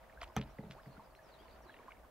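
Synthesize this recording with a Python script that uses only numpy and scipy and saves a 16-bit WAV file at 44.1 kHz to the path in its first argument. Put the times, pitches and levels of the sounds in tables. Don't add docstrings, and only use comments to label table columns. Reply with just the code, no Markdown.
import sys
import numpy as np
from scipy import signal
from scipy.fft import rfft, irfft, next_fast_len
from scipy.io import wavfile
from scipy.ndimage import map_coordinates

SR = 44100
rng = np.random.default_rng(int(sys.argv[2]) if len(sys.argv) > 2 else 0)


def master(y):
    cut = np.clip(np.atleast_2d(y).T, -1, 1)
    pcm = np.round(cut * 32767)
    wavfile.write(sys.argv[1], SR, pcm.astype(np.int16))


def voltage_ratio(level):
    return 10 ** (np.asarray(level, float) / 20)


N = 92610
TOP_HZ = 15750

# frequency in Hz, likeness from 0 to 1.
LIKENESS = [(60, 0.65), (380, 0.54), (2380, 0.45), (15000, 0.011)]
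# frequency in Hz, level in dB per Hz.
HISS_COLOUR = [(53, -22), (90, -0.5), (400, -6.5), (633, -2.5), (900, -6), (3400, -27.5), (6500, -28),
               (13000, -25), (16000, -26)]
# time in seconds, level in dB.
WIND_GUSTS = [(0, -66), (.22, -60), (.3, -63), (.35, -69), (.46, -57), (.55, -61), (.7, -62), (.93, -64),
              (.99, -57), (1.04, -70), (1.13, -63), (1.18, -70), (1.39, -73), (1.44, -64), (1.6, -66),
              (1.71, -76), (1.8, -65), (2.1, -66)]
# frequency in Hz, level in dB per Hz.
WIND_COLOUR = [(12, -20), (30, -8), (58, 0), (80, -10), (110, -35), (200, -120)]

# multiple of its turning rate, level in dB.
MOTOR_TONES = [(1, -76.5), (8, -84.5), (9, -75), (10, -76.5), (11, -69), (12, -77.5), (13, -79),
               (15, -77.5), (16, -81)]
MOTOR_HZ, MOTOR_FLUTTER_DB = 58.37, 1.5

# start in seconds, length in seconds, start pitch in Hz, end pitch in Hz, level in dB.
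WHISTLES = [(.92, .04, 4100, 4300, -80), (1.15, .035, 3900, 4700, -78), (1.215, .07, 6300, 4600, -80),
            (1.275, .04, 4750, 4650, -80), (1.31, .045, 4500, 3650, -76), (1.345, .03, 3650, 3600, -77),
            (1.35, .07, 4100, 5100, -79), (1.37, .08, 2900, 3800, -78), (1.41, .05, 4700, 4800, -80),
            (1.44, .03, 3000, 2950, -79), (1.47, .05, 4600, 3600, -78), (1.495, .05, 4300, 5000, -78),
            (1.52, .06, 4300, 4900, -80), (1.615, .035, 6100, 5000, -80), (1.64, .06, 4800, 3600, -78),
            (1.665, .05, 4100, 3900, -80), (1.69, .05, 3700, 2900, -78), (1.7, .06, 4600, 3600, -81)]
TWITTER_HZ, TWITTER_DB = 4600, -84
BIRD_ROUGHNESS, BIRD_ECHO_DB, BIRD_ECHO_T60 = 1.1, 1, 0.12
AIR_LOSS_DB = -3

# time in seconds, level in dB.
GURGLE_LEVEL = [(1.25, -94), (1.4, -71), (1.75, -71), (1.9, -78)]
# frequency in Hz, level in dB per Hz.
GURGLE_COLOUR = [(140, -33), (220, -3.5), (400, -3.5), (600, -28), (900, -120)]
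# time in seconds, level in dB.
LAPPING_LEVEL = [(0, -63.5), (.2, -60), (.5, -62), (.9, -63), (1.2, -65.5), (1.4, -62.5), (1.7, -61),
                 (2.1, -66)]
# frequency in Hz, level in dB per Hz.
SLOSH_COLOUR = [(88, -74), (150, -20.5), (448, -7.5), (648, -4), (825, -10.5), (1050, -8.5), (2200, -15),
                (7000, -32.5), (9100, -59), (15400, -120)]
SLOSH_DB, SLOSH_SWING_DB = -3.5, 1.5
GRAIN_DB, GRAIN_SIZE_DB = -6, 3
GRAIN_HZ, GRAIN_SPREAD, GRAIN_CYCLES = 1110, 0.451, 9

# start in seconds, peak in dB, pitch in Hz, length in cycles.
TICKS = [(0.207, -52, 3300, 25), (.2133, -41, 2500, 3), (0.215, -41.5, 4770, 25), (0.2154, -43, 1880, 5),
         (0.217, -34, 2100, 7.7), (.2173, -44, 4500, 3.5), (.2176, -52, 7800, 8), (0.23, -38, 2150, 5.4),
         (.232, -55, 8300, 10), (.2325, -61, 6500, 8), (.2375, -39, 8200, 4), (0.2507, -52, 2500, 5),
         (0.3735, -35, 2950, 6.8), (.381, -35, 2490, 8.8), (.388, -46, 2650, 6), (0.397, -42, 2410, 8),
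         (.435, -54, 3300, 8), (.471, -57, 1380, 8), (.486, -52, 1430, 8), (.218, -36, 1200, 12),
         (0.23, -38.5, 3120, 45), (0.2323, -34.5, 1160, 6.2), (0.2388, -40, 2190, 8.1),
         (0.242, -41, 2780, 8.6), (.278, -49.5, 3820, 3.6), (0.4128, -41, 4300, 3),
         (0.4147, -31, 2800, 3.4), (.7112, -50, 8500, 3), (.7215, -46, 2600, 3), (.724, -52, 4500, 4),
         (.834, -51, 3200, 3), (.2176, -51, 11600, 14), (.2315, -51, 10200, 20), (.2435, -50, 11000, 5),
         (.86, -50, 1800, 4), (0.426, -40.5, 2770, 4.3), (0.7108, -34, 2440, 1.5), (0.7183, -50, 2900, 6),
         (1.151, -46, 2470, 4.9), (1.483, -48.5, 2120, 4.2), (1.741, -51.5, 2750, 37),
         (1.742, -49, 1890, 27), (1.766, -49.5, 2020, 13), (1.768, -54.5, 2840, 50), (1.789, -53, 2270, 28),
         (1.922, -51.5, 2820, 39)]
# start in seconds, length in seconds, level in dB, top frequency in Hz.
SPRAYS = [(.212, 0.038, -58, 4360), (0.22, 0.018, -61.5, 12500), (0.357, .01, -56, 4040),
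          (0.368, 0.026, -58.5, 6600), (.412, 0.034, -63, 4000), (0.439, 0.081, -68.5, 2500),
          (.7, 0.042, -64.5, 5230), (0.707, 0.035, -81, 11000), (1.661, 0.11, -70, 2000),
          (1.72, 0.07, -70, 3400), (1.819, .12, -74, 2930)]
SPRAY_LUMPS_DB = 3
# start in seconds, pitch in Hz, peak in dB.
BUBBLES = [(0.097, 1820, -50), (.219, 688, -41), (.234, 917, -48.5), (0.299, 1034, -50), (0.586, 1980, -45),
           (.614, 2020, -61), (.636, 2040, -59), (0.859, 1950, -56.5), (0.9951, 1060, -47.5),
           (1.456, 1010, -51), (1.667, 1034, -51.5), (1.786, 1020, -55), (1.797, 1100, -52.5),
           (1.803, 950, -51.5), (1.833, 1730, -56), (1.91, 1540, -53), (1.951, 1700, -59),
           (2.009, 1160, -63), (2.042, 1500, -56.5), (2.048, 1045, -53.5), (.04, 1960, -56.5),
           (.126, 2200, -54), (1.876, 1550, -53.5), (1.882, 1030, -42.5), (1.889, 1160, -48.5),
           (1.907, 2320, -48.5), (1.919, 2200, -43.5), (1.97, 2220, -56)]
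BUBBLE_RISE, BUBBLE_CYCLES = 0.47, 35
# start in seconds, start pitch in Hz, peak in dB,
# time to fall 60 dB in seconds, climb in octaves per second.
RISERS = [(0.174, 1520, -50, 0.059, 8.5), (0.271, 815, -54.5, 0.11, 24.5), (0.968, 1300, -53.5, 0.057, 27),
          (.997, 876, -51.5, 0.16, 5.5), (1.19, 1755, -55, 0.056, -4.5), (1.695, 1595, -46, 0.037, 14.5)]
# time in seconds, pitch in Hz, level in dB.
GULP = [(.75, 700, -62), (.78, 950, -58), (.793, 1250, -56), (.803, 1750, -58), (.808, 1950, -70)]
NEAR_PAN_DB, NEAR_ECHO_DB, NEAR_ECHO_T60 = -0.5, -15, 0.06

# start in seconds, peak in dB, brightness in dB per octave.
KNOCKS = [(0.3642, -27.5, -1.5), (0.387, -32, 4.5), (0.586, -34, 1.5), (0.606, -51, 11),
          (0.636, -40.5, 5.5), (0.659, -49.5, 1), (0.693, -48.5, -6), (0.863, -41, -0.5), (0.886, -53, -4),
          (0.94, -53.5, 7), (0.974, -49.5, 2.5)]
# pitch in Hz, level in dB, time to fall 60 dB in seconds.
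HULL_TONES = [(133.3, 1.5, 0.22), (176.7, 2, 0.12), (210, 1, 0.15), (281.5, -2, 0.098), (431, -2, 0.1),
              (549.3, -8, 0.11), (838, 1.5, 0.018)]
HULL_DB, HULL_DETUNE, BRIGHT_HZ = -9.5, 0.012, 300
RUMBLE_DB, RUMBLE_T60 = -18.5, 0.37
# start in seconds, peak in dB.
CLANKS = [(0.3651, -27)]
# pitch in Hz, level in dB, time to fall 60 dB in seconds.
HANDLE_TONES = [(785, 5, 0.029), (1268, -7, 0.051), (1800, -40, .04), (2430, -13, 0.099), (3230, 3, 0.0073),
                (6190, 0.5, 0.009), (5950, -9, 0.029), (8520, -7.5, 0.0063)]
CLANK_DB, CRACK_DB, SCRAPE_DB, SCRAPE_T60 = -6, -7, -13.5, 0.11
# start in seconds, pitch in Hz, peak in dB, time to fall 60 dB in seconds.
BOOM = (.3705, 64.5, -36.5, .2)


def unit(x):
    return x / np.sqrt(np.mean(x ** 2) + 1e-20)


def along(points, hz):
    f, v = np.transpose(points)
    return np.interp(np.log(hz + 1), np.log(f + 1), v)


def curve(rows):
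    return np.interp(np.arange(N) / SR, *np.transpose(rows))


def wobble(rate):
    points = rng.standard_normal(int(N * 400 / SR) + 4)
    return map_coordinates(points, [np.arange(N) * min(rate, 400) / SR])


def rush(spectrum, alike):
    m = next_fast_len(N + 8192)
    hz = np.fft.rfftfreq(m, 1 / SR)
    turn = np.arccos(np.clip(along(alike, hz), -1, 1)) / 2
    colour = voltage_ratio(along(spectrum, hz)) * (hz < TOP_HZ)
    noise = rfft(rng.standard_normal((2, m)))
    mid, side = irfft(noise * colour * [np.cos(turn), np.sin(turn)], m)[:, :N]
    return unit(np.array([mid + side, mid - side]))


def add(track, s, sound):
    start = round(s * SR)
    track[start:][:len(sound)] += sound[:N - start]


def ring(hz, db, t60, t, rise=0., attack=0.00041):
    phase = 2 * np.pi * np.cumsum(hz * 2 ** np.minimum(rise * t, 1.5)) / SR
    return voltage_ratio(db - 60 * t / t60) * (1 - np.exp(-t / attack)) * np.sin(phase)


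def tail(t60, t, lo_hz, hi_hz):
    sos = signal.butter(3, [lo_hz, hi_hz], "bandpass", fs=SR, output="sos")
    return unit(signal.sosfilt(sos, rng.standard_normal(len(t)))) * voltage_ratio(-60 * t / t60)


def echoes(x, t60):
    t = np.arange(SR // 5) / SR
    echo = rng.standard_normal((2, len(t))) * voltage_ratio(-60 * t / t60)
    late = np.pad(x, (60, 0))[None]
    return signal.fftconvolve(late, echo / np.linalg.norm(echo[0]), axes=1)[:, :N]


def hiss():
    return voltage_ratio(-65.5) * rush(HISS_COLOUR, LIKENESS)


def wind():
    return voltage_ratio(curve(WIND_GUSTS) + 2.0 * wobble(14)) * rush(WIND_COLOUR, [(30, 0.89)])


def motor():
    turn = 2 * np.pi * np.cumsum(MOTOR_HZ * (1 + 0.0034 * wobble(3.056))) / SR
    hum = np.zeros(N)
    for k, db in MOTOR_TONES:
        level = voltage_ratio(db + 1.5 + MOTOR_FLUTTER_DB * wobble(6.75))
        hum += level * np.sin(k * turn + 0.064 * wobble(1.0))
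    return hum


def birds(count=28):
    out, luck = np.zeros(N), rng.standard_normal((count, 3))
    starts = np.linspace(0.27, 1.12, count) + 0.0097 * luck[:, 0]
    twitter = []
    for s, (_, pitch, way) in zip(starts, luck):
        from_hz = TWITTER_HZ * (1 + 0.08 * pitch)
        to_hz = TWITTER_HZ * (1 + 0.08 * pitch + 0.16 * np.sign(way))
        twitter.append((s, 0.035, from_hz, to_hz, TWITTER_DB))
    for s, length, from_hz, to_hz, db in list(WHISTLES) + twitter:
        u = np.arange(round(length * SR)) / (length * SR)
        level = voltage_ratio(db + AIR_LOSS_DB * np.log2(from_hz / TWITTER_HZ))
        phase = 2 * np.pi * np.cumsum(from_hz * (to_hz / from_hz) ** u) / SR
        add(out, s, level * np.sqrt(np.sin(np.pi * u)) * np.sin(phase))
    out = out * (1 + BIRD_ROUGHNESS * wobble(300))
    return out + voltage_ratio(BIRD_ECHO_DB) * echoes(out, BIRD_ECHO_T60)


def gurgle():
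    return voltage_ratio(curve(GURGLE_LEVEL) + 4.6 * wobble(24.71)) * rush(GURGLE_COLOUR, [(300, 0.98)])


def lapping(count=400):
    luck, t, grains = rng.random((count, 4)), np.arange(SR // 25) / SR, np.zeros((2, N))
    for when, pitch, size, side in luck:
        s = when * (N - 1) / SR
        hz = np.clip(GRAIN_HZ * (pitch / (1 - pitch)) ** (GRAIN_SPREAD / 2), 330, 4000)
        db = -GRAIN_SIZE_DB * np.log(0.17 + size)
        grain = ring(hz, db, 2 * GRAIN_CYCLES / hz, t, rise=8.5, attack=0.0018)
        add(grains[0], s, grain * voltage_ratio(8.2 * (side - 0.7)))
        add(grains[1], s, grain * voltage_ratio(-4 * (side - 0.96)))
    swing = SLOSH_SWING_DB * (wobble(8.37) + wobble(40.0))
    slosh = voltage_ratio(SLOSH_DB + swing) * rush(SLOSH_COLOUR, LIKENESS)
    return voltage_ratio(curve(LAPPING_LEVEL)) * (slosh + voltage_ratio(GRAIN_DB) * unit(grains))


def ticks(out, t):
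    for s, db, hz, cycles in TICKS:
        tick = ring(hz, 0, max(cycles, 1) / hz, t, attack=0.5 / hz) * np.minimum(t * hz, 1)
        add(out, s, voltage_ratio(db - 2) * tick / abs(tick).max())


def sprays(out, t):
    for s, length, db, top_hz in SPRAYS:
        swell = np.sqrt(np.sin(np.pi * np.clip(t / length, 0, 1)) + 1e-9)
        lumps = voltage_ratio(db + SPRAY_LUMPS_DB * wobble(400)[:len(t)])
        add(out, s, lumps * swell * tail(1.3, t, 800, top_hz))


def bubbles(out, t):
    short = [(s, hz, db, BUBBLE_CYCLES / hz, BUBBLE_RISE) for s, hz, db in BUBBLES]
    for s, hz, db, t60, rise in short + list(RISERS):
        add(out, s, ring(hz, db, t60, t, rise, attack=0.00022))


def gulp(out):
    s, hz, db = np.transpose(GULP)
    t = np.arange(s[0], s[-1], 1 / SR)
    phase = 2 * np.pi * np.cumsum(np.interp(t, s, hz)) / SR
    add(out, s[0], voltage_ratio(np.interp(t, s, db)) * np.sin(phase))


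def near_water():
    near, t = np.zeros(N), np.arange(SR // 6) / SR
    ticks(near, t)
    sprays(near, t)
    bubbles(near, t)
    gulp(near)
    sides = np.array([np.roll(near, 2), near]) * voltage_ratio([[NEAR_PAN_DB], [-NEAR_PAN_DB]])
    return sides + voltage_ratio(NEAR_ECHO_DB) * echoes(near, NEAR_ECHO_T60)


def knock(bright_db, t):
    panels = np.zeros(len(t))
    for k, (hz, db, t60) in enumerate(HULL_TONES):
        pitch_luck, level_luck = rng.standard_normal(2)
        level = db + 2 * level_luck + bright_db * np.log2(hz / BRIGHT_HZ)
        panels += (-1) ** k * ring(hz * (1 + HULL_DETUNE * pitch_luck), level, t60, t, attack=0.003)
    return voltage_ratio(HULL_DB) * panels + voltage_ratio(RUMBLE_DB) * tail(RUMBLE_T60, t, 80, 332)


def clank(t):
    metal = sum(ring(*tone, t) for tone in HANDLE_TONES)
    metal = metal + voltage_ratio(CRACK_DB) * tail(0.005, t, 5800, 14000)
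    scrape = voltage_ratio(SCRAPE_DB + 0.93 * wobble(300)[:len(t)]) * tail(SCRAPE_T60, t, 480, 2160)
    return voltage_ratio(CLANK_DB) * metal + scrape


def hull():
    out, t = np.zeros(N), np.arange(SR // 2) / SR
    for s, db, bright_db in KNOCKS:
        add(out, s, voltage_ratio(db) * knock(bright_db, t))
    for s, db in CLANKS:
        add(out, s, voltage_ratio(db) * clank(t))
    add(out, BOOM[0], ring(*BOOM[1:], t, attack=0.0045))
    return out


def scene():
    background = hiss() + wind() + motor() + birds()
    water = gurgle() + lapping() + near_water()
    return background + water + hull()


def top_cut(x):
    return signal.sosfilt(signal.butter(12, 16430, fs=SR, output="sos"), x)


def record(dry):
    m = next_fast_len(N + 8192)
    audible = np.fft.rfftfreq(m, 1 / SR) < TOP_HZ
    mix = irfft(rfft(dry, m) * audible, m)[:, :N]
    return top_cut(mix)


dry = scene()
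out = record(dry)
master(out)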